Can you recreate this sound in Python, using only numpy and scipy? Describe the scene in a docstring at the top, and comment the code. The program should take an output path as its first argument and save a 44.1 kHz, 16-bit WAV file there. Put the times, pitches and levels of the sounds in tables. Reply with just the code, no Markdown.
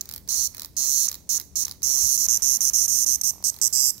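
"""A kitchen, close to the microphone: a cicada held between finger and thumb buzzes in bursts.
Its two tymbals each click in and out about 137 times a second, drift apart and slow at the end
of a burst; the closing fingers colour the buzz. Its wings rustle, tick on the fingers and pat the air.
The insect sits mostly to the right, with a low room rumble and an appliance's hum behind it."""
import sys
import numpy as np
from scipy import signal
from scipy.fft import rfft, irfft
from scipy.io import wavfile
from scipy.ndimage import uniform_filter1d

SR = 44100
rng = np.random.default_rng(int(sys.argv[2]) if len(sys.argv) > 2 else 0)


def to_wav(s):
    """Save 16-bit WAV."""
    ch = np.atleast_2d(s).T  # columns
    pcm = np.round(np.clip(ch, -1, 1) * 32767)  # PCM
    wavfile.write(sys.argv[1], SR, pcm.astype(np.int16))


N = 176400


def amp(db):
    """Decibels to gain."""
    return 10 ** (np.asarray(db) / 20)


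def unit_rms(x):
    """Scales to rms 1."""
    return x / np.sqrt(np.mean(x ** 2) + 1e-20)


def unit_energy(x):
    """Scales each channel to energy 1."""
    return x / np.linalg.norm(x, axis=1, keepdims=True)


def at_hz(points, hz):
    """Reads a spectrum on a log-frequency axis."""
    f, value = np.transpose(points)
    return np.interp(np.log(hz + 1), np.log(f), value)


def at_time(points, s):
    """Reads a level curve at time s."""
    return np.interp(s, *np.transpose(points))


def add(mix, s, sound):
    """Mixes a sound into both channels at time s."""
    part = mix[:, max(round(s * SR), 0):][:, :sound.shape[-1]]
    part += sound[..., :part.shape[1]]


def wander(count, size):
    """Smooth chance values of rms 1."""
    return unit_rms(uniform_filter1d(uniform_filter1d(rng.standard_normal(count), size), size))


def drift(count, shape, memory):
    """Chance values of rms 1, one set per stroke, each resembling the one before."""
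    values = rng.standard_normal((count, *shape))
    for k in range(1, count):
        values[k] = memory * values[k - 1] + np.sqrt(1 - memory ** 2) * values[k]
    return values


def causal(db):
    """Spectrum of the quickest-dying response with this gain."""
    log_gain = np.log(amp(np.r_[db, db[-2:0:-1]]))
    return np.exp(np.conj(signal.hilbert(log_gain)))[:len(db)]


def tint(x, colour):
    """Filters a long sound to a colour, rms 1."""
    return unit_rms(irfft(rfft(x) * amp(at_hz(colour, np.fft.rfftfreq(N, 1 / SR))), N))


def noise(apart):
    """Stereo noise, partly shared by the two sides."""
    return rng.standard_normal(N) + apart * rng.standard_normal((2, N))


# Steady room tone around the microphone: f/Hz, level/dB
ROOM_TONE = [(20, -17), (53, -23), (84, 1), (200, -1), (528, -12), (929, -19.5), (1700, -42.5), (2500, -37),
             (5000, -22), (16000, -26.5)]
# Swells of low rumble, leaning left: t/s, level/dB
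SWELLS = [(0.0, -63.5), (.11, -52), (.57, -56.5), (1.3, -58), (1.71, -53.5), (1.95, -53.5), (2.08, -48),
          (2.13, -64), (2.24, -53), (4.0, -60)]
# Colour of the swells: f/Hz, level/dB
SWELL_COLOUR = [(20, -39), (40, -6), (60, -2), (80, 5), (110, -9), (250, -19), (1000, -64)]
# Partials of an appliance in the background: f/Hz, level/dB
HUM = [(58.8, -65), (193, -64.5), (289, -71.5), (386.6, -76)]
def kitchen_ambience():
    """Room tone with low swells, and an appliance's wavering hum."""
    t = np.arange(N) / SR
    hum = sum(amp(db) * np.sqrt(2) * np.sin(2 * np.pi * hz * t + 0.88 * wander(N, size=9000))
              for hz, db in HUM)
    swells = tint(noise(apart=0.92), SWELL_COLOUR) * amp(at_time(SWELLS, t)) * amp([[3], [-2]])
    return hum + swells + amp(-57) * tint(noise(apart=1.0), ROOM_TONE)


# Fits of wing rustle, close up: t/s, level/dB
RUSTLE_FITS = [(0.0, -66), (.14, -62), (.25, -77), (.32, -54), (.41, -57), (.5, -69.5), (.62, -57),
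               (.72, -79.5), (.8, -56), (.88, -54), (.93, -67.5), (1.1, -56.5), (1.26, -78), (1.34, -54),
               (1.41, -56.5), (1.44, -78), (1.53, -76), (1.64, -55.5), (1.71, -61.5), (1.79, -79),
               (1.87, -54.5), (2.05, -56), (2.15, -66), (2.25, -56), (2.6, -57.5), (3.3, -65.5),
               (3.6, -66.5), (3.64, -53), (3.71, -65.5), (3.8, -56), (3.95, -68.5)]
# Colour of the rustle: f/Hz, level/dB
RUSTLE_COLOUR = [(150, -2), (400, -1), (1000, 0.5), (1600, -3.5), (2200, -1.5), (3000, -9.5), (6000, 4),
                 (15000, -24)]
def wing_rustle(wing_hz=43.15, flap_decay_s=.005, uneven_db=1.2, upstroke_db=-3):
    """Wings rustle in fits, one soft flap on each up and down stroke, in step with the wing beats."""
    t = np.arange(N) / SR
    strokes = np.cumsum(2 * wing_hz * (1 + .03 * wander(N, size=3000))) / SR
    for start, end, rate_hz, _ in BEAT_RUNS:
        strokes = np.where((t > start) & (t < end), 2 * rate_hz * (t - start), strokes)
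    index = strokes.astype(int)
    strength = amp(uneven_db * rng.standard_normal(N)[index] + upstroke_db * (index % 2))
    flap_age = (strokes % 1) / (2 * wing_hz)
    flaps = strength * np.exp(-flap_age / flap_decay_s) + .16  # some rustle lasts between flaps
    return tint(noise(apart=1.0) * flaps, RUSTLE_COLOUR) * amp(7 + at_time(RUSTLE_FITS, t))


# Colour of a close click in a loose, a firm and a pinched grip: f/Hz, level/dB
LOOSE_GRIP = [(1470, -70), (2500, -52), (3480, -23.5), (4330, -4.5), (4900, -11), (5500, -9.5), (6000, -1),
              (6400, -2.5), (7050, -4), (7800, -14), (8400, -16.5), (9050, -19.5), (9700, -17),
              (10600, -9.5), (12000, -15.5), (13100, -13.5), (14400, -5.5), (15200, -15), (15800, -13.5)]
FIRM_GRIP = [(1470, -42), (2500, -45), (3680, -37), (4320, -22), (4900, -28.5), (5450, -9), (6070, 1.5),
             (7030, -7), (7800, -15), (8520, -14.5), (9350, -19.5), (10500, -14.5), (11150, -18),
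             (12300, -10.5), (13300, -15.5), (14500, -26), (15200, -18.5), (15800, -32)]
PINCHED_GRIP = [(1470, -34), (2500, -44), (3200, -37), (3850, -31.5), (4400, -24), (4970, -3.5),
                (5700, 0.5), (6410, -0.5), (7590, -2), (8600, -8.5), (9720, -16), (11200, -12), (12600, -4),
                (14000, -21), (15800, -21)]
# Resonance of the gap between the fingers: t/s, f/Hz, level/dB
FINGER_GAP = [(1.6, 8350, 0.5), (2.1, 9000, -1), (2.5, 8830, 6), (3.0, 8680, 5), (3.25, 8360, 4),
              (3.47, 8270, 7), (3.62, 7920, 4.5), (3.72, 7560, 3.5)]
# The buzz at the microphone, left minus right: f/Hz, level/dB
LEFT_BALANCE = [(2500, 3.5), (4500, -9), (5200, -8.5), (6100, -33), (7000, -47), (8600, -7.5), (10500, -13),
                (12500, -12.5), (15500, -0.5)]
def held_body(start, grip, hz, gap_width_hz=420):
    """Left and right response of the abdomen and the fingers round it."""
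    db = sum(np.maximum(1 - abs(np.clip(grip, 0, 2) - k), 0) * at_hz(colour, hz)
             for k, colour in enumerate([LOOSE_GRIP, FIRM_GRIP, PINCHED_GRIP]))
    times, centres, heights = np.transpose(FINGER_GAP)
    gap_hz, gap_db = np.interp(start, times, centres), np.interp(start, times, heights)
    peak = np.exp(-((hz - gap_hz) / gap_width_hz) ** 2)
    dip = np.exp(-((hz - gap_hz * .885) / gap_width_hz) ** 2)
    low_cut_db = at_hz([(1200, -15.5), (3000, -4.0), (4200, -2.5)], hz)
    db = db + gap_db * (peak - dip) + low_cut_db
    left, right = causal(db + at_hz(LEFT_BALANCE, hz)), causal(db)
    return np.array([left, right]) / np.linalg.norm(irfft(right))


RETURN_MS = 3.6  # from a tymbal's in-click to its out-click, unsqueezed
def stroke_times(start, end, rate_hz, sag=.22, sag_s=.018):
    """Steady muscle strokes that slow just before the last one."""
    last = end - RETURN_MS / 1000
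    if last - start < .5 / rate_hz:
        return [start]
    t = np.linspace(start, last, 400)
    lost_s = sag * sag_s * (np.exp((t - last) / sag_s) - np.exp((start - last) / sag_s))
    turns = (t - start - lost_s) * rate_hz
    return np.interp(np.linspace(0, turns[-1], round(turns[-1]) + 1), turns, t)


# Loose crinkling in a click: f/Hz, share of the power/0-1
CRINKLE_SHARE = [(3000, 0.42), (5000, 0.36), (6100, 0.12), (7200, 0.57), (9000, 0.39), (12500, 1),
                 (15800, 1)]
def buckle(rib_phase, creases, hz, crinkle_s=.0015):
    """Spectrum of one buckling: a clean snap, and a crinkle that trails it in the treble."""
    t = np.arange(creases.shape[1]) / SR
    crinkle = rfft(unit_energy(creases * np.exp(-t / crinkle_s)))
    share = at_hz(CRINKLE_SHARE, hz)
    return np.sqrt(1 - share) * np.exp(1j * rib_phase) + np.sqrt(share) * crinkle


# Change of colour as a burst goes on: f/Hz, slope/(dB/s)
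BRIGHTENING = [(7500, -8), (10500, 8), (15000, -11)]
# Rise and fall of the buzz's treble: t/s, level/dB
TREBLE_LEVEL = [(.82, -6), (.93, 4.5), (1.06, -3), (1.3, -2.5), (2.15, 0), (2.6, 9), (3.3, 2.5), (3.65, -6),
                (3.8, 8.5)]
# How much of that level each band takes: f/Hz, share/0-1
TREBLE_SHARE = [(7000, 0), (10000, 0.12), (14500, 0.18)]
# Buzzes close to the microphone: start t/s, end t/s, stroke f/Hz, level/dB, second tymbal's lag/ms,
# its settling time/s, its out-click level/dB, grip (0 loose, 1 firm, 2 and up pinched)
BURSTS = [(0.01, 0.017, 137, -2.5, 0, .05, -19, -0.5), (0.288, .474, 136, -1.5, 1.2, 0.07, 2.5, 0.5),
          (0.7667, 1.07, 137, -1.5, 2.63, 0.061, 4.5, 0.53), (1.084, 1.09, 170, -1.5, -3, .05, 6, 1.2),
          (1.292, 1.379, 156, -0.5, 1, 0.025, -2, 0.52), (1.5564, 1.638, 172, -2, 2, 0.024, 1, 0.6),
          (1.65, 1.658, 131, -2, 0, .05, 3, 0.5), (1.8301, 2.168, 135, 0.5, 1.8, 0.089, 3.5, 0.8),
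          (2.177, 2.265, 131, 1.5, 3, 0.0044, -0.5, 0.86), (2.2859, 2.374, 129, 4, 1.2, 0.0042, -28, 1),
          (2.4214, 2.57, 138, 3, 1.5, 0.015, -7.5, 0.98), (2.607, 2.699, 144, 4, 3, 0.0054, -29, 1.02),
          (2.7338, 2.862, 126, 2.5, 3, .006, 0, 1), (2.88, 3.045, 134, 2.5, 2.5, 0.0056, -3, 1),
          (3.0633, 3.159, 137, 3, 2, 0.0025, -36, 1.06), (3.213, 3.215, 160, 1, -6, .05, -5, 1.3),
          (3.235, 3.307, 135, 1.5, 2.5, 0.018, -1, 1.2), (3.4403, 3.501, 145, 2, 2.9, 0.0087, -2.5, 1.5),
          (3.6155, 3.679, 131, 4, 2.1, 0.0075, -7, 1.7), (3.7272, 3.906, 132, 2.63, 2.2, 0.0056, -8, 2.24)]
def tymbals(size=512, swell_db_per_s=14.5, slip_ms=.17, jitter_ms=.027, uneven_db=.8):
    """Each muscle stroke clicks a tymbal in and out; the second tymbal lags. Long bursts brighten."""
    out, hz = np.zeros((2, N)), np.fft.rfftfreq(size, 1 / SR)
    muscle_thump = amp(-56.5) * np.hanning(round(.0053 * SR))
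    lead = size // 8  # samples of room for the front of a click
    # Ribs buckle one after another, which smears the phase of each click.
    rib_phases = [1.34 * wander(len(hz), size=24) for _ in range(4)]
    brightening, treble = at_hz(BRIGHTENING, hz), at_hz(TREBLE_SHARE, hz)
    for start, end, rate_hz, db, lag_ms, lag_s, return_db, grip in BURSTS:
        body = held_body(start, grip, hz)
        crease_sets = drift(count=64, shape=(4, 2, size), memory=.75)
        slips = slip_ms * drift(count=64, shape=(), memory=.96)
        chances = rng.standard_normal((64, 4, 2))
        back_ms = RETURN_MS - .22 * min(grip, 1)  # springs back sooner when squeezed
        times = stroke_times(start, end, rate_hz)
        for s, crease_set, slip, chance in zip(times, crease_sets, slips, chances):
            age = s - start
            behind_ms = (lag_ms + slip) * (1 - np.exp(-age / lag_s))
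            onset_db = .5 * (1 - np.exp(-age / .011))
            stroke_db = db + onset_db + swell_db_per_s * (s - (start + end) / 2)
            tone = body * amp((age - .13) * brightening + at_time(TREBLE_LEVEL, s) * treble)
            # The second tymbal fades on the last stroke.
            fade_db = -20 * np.exp((s - end + RETURN_MS / 1000) / .005) * (age > 0)
            clicks = [(0, 0), (back_ms, 0),  # first tymbal in, out; then the second
                      (behind_ms, fade_db), (behind_ms + back_ms, return_db + fade_db)]
            for (ms, click_db), ribs, creases, (force, late) in zip(
                    clicks, rib_phases, crease_set, chance):
                click = np.roll(irfft(tone * buckle(ribs, creases, hz)), lead, axis=1)
                gain = amp(stroke_db + click_db + uneven_db * force)
                add(out, s + (ms + jitter_ms * late) / 1000 - lead / SR, click * gain)
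            add(out, s, muscle_thump * amp(db))
    return out


# Wing strikes on the fingers, close and to the right: t/s, level/dB
WING_STRIKES = [(0.057, -26.5), (.091, -20), (0.098, -28), (.113, -20), (0.125, -25), (0.139, -17.5),
                (.148, -27), (.162, -18), (0.18, -25), (0.277, -27.5), (.548, -21), (0.57, -25),
                (.582, -23), (.597, -17.5), (.607, -26), (.62, -16), (.633, -25), (0.648, -18.5),
                (0.659, -23.5), (1.081, -21), (1.096, -18.5), (1.116, -14.5), (1.129, -21), (1.144, -17),
                (1.154, -23), (1.4, -15.5), (1.414, -22.5), (1.669, -25), (1.682, -17.5), (1.696, -23),
                (1.713, -17), (1.722, -25.5), (1.821, -25.5), (3.426, -30), (3.543, -27), (3.565, -27),
                (3.589, -25.5), (3.705, -30), (3.981, -28)]
# Colour of a strike: f/Hz, level/dB
STRIKE_COLOUR = [(200, -45), (1000, -13), (2100, -15), (2900, -22), (4000, -3), (6000, -2), (8000, -12),
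                 (12000, -4), (15800, -1.5)]
def wing_ticks(size=512, decay_s=.0015, left_db=-5.5):
    """A wing edge snaps against a finger."""
    out, t = np.zeros((2, N)), np.arange(size) / SR
    colour = causal(at_hz(STRIKE_COLOUR, np.fft.rfftfreq(size, 1 / SR)))
    for s, db in WING_STRIKES:
        impact = rng.standard_normal((2, size)) * np.exp(-t / decay_s)
        snap = unit_energy(irfft(rfft(impact) * colour))
        add(out, s - decay_s / 2, snap * amp(15 + db))
    return out * amp([[left_db], [0]])


# Runs of even wing beats, close and near centre: start t/s, end t/s, beat f/Hz, peak level/dB
BEAT_RUNS = [(1.862, 2.087, 40, -48), (2.201, 2.527, 46, -49.5), (2.543, 2.853, 42.6, -55),
             (3.312, 3.436, 43.4, -44), (3.446, 3.619, 39, -49)]
# Colour of one beat: f/Hz, level/dB
BEAT_COLOUR = [(25, -42), (90, 0), (135, 6.5), (190, -14), (320, -4), (550, -4), (780, 1), (950, 1),
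               (1150, -7), (1450, -21), (3000, -31)]
def wing_beats(size=4096, left_db=-0.5):
    """Freed wings pat the air evenly, each beat the same soft pop."""
    out = np.zeros((2, N))
    pat = irfft(causal(at_hz(BEAT_COLOUR, np.fft.rfftfreq(size, 1 / SR))))
    for start, end, rate_hz, db in BEAT_RUNS:
        for s in np.arange(start, end, 1 / rate_hz):
            add(out, s, pat / abs(pat).max() * amp(db))
    return out * amp([[left_db], [0]])


# The kitchen's tail at the microphone; the treble spreads wider into the room: f/Hz, level/dB
TAIL_COLOUR = [(3000, 8), (6100, -8.5), (9000, -2), (13000, 6)]
# Time for the tail to fall 60 dB: f/Hz, t/s
TAIL_T60 = [(300, 0.23), (3000, 0.33), (6000, 0.49), (10000, 0.33), (16000, 0.26)]
def kitchen_echoes(insect, near_decay_s=.0022):
    """Quick echoes off hand and counter, then the kitchen's tail, both fed by the right channel."""
    t = np.arange(SR) / SR
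    hz, frame_s, spectra = signal.stft(rng.standard_normal((2, SR)), SR, nperseg=256)
    tail_db = at_hz(TAIL_COLOUR, hz)[:, None] - 60 * frame_s / at_hz(TAIL_T60, hz)[:, None]
    tail = signal.istft(spectra * amp(tail_db), SR, nperseg=256)[1][:, :SR] * (t > .004)
    near = rng.standard_normal((2, SR)) * np.exp(-t / near_decay_s) * (t > .0007)
    response = amp([[-27], [-11.5]]) * unit_energy(tail) + amp([[-17.5], [-16]]) * unit_energy(near)
    return signal.fftconvolve(insect[1:], response, axes=1)[:, :N]


def scene():
    """The cicada, close and mostly on the right, with the kitchen around it."""
    insect = tymbals() + wing_ticks() + wing_rustle() + wing_beats()
    return insect + kitchen_echoes(insect) + kitchen_ambience()


def record(dry):
    """The recorder behind the stereo microphone cuts off at 15.8 kHz."""
    low_pass = signal.firwin(401, 15800, window=("kaiser", 8), fs=SR)
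    return signal.oaconvolve(dry, low_pass[None], "same")


dry = scene()
out = record(dry)
to_wav(out)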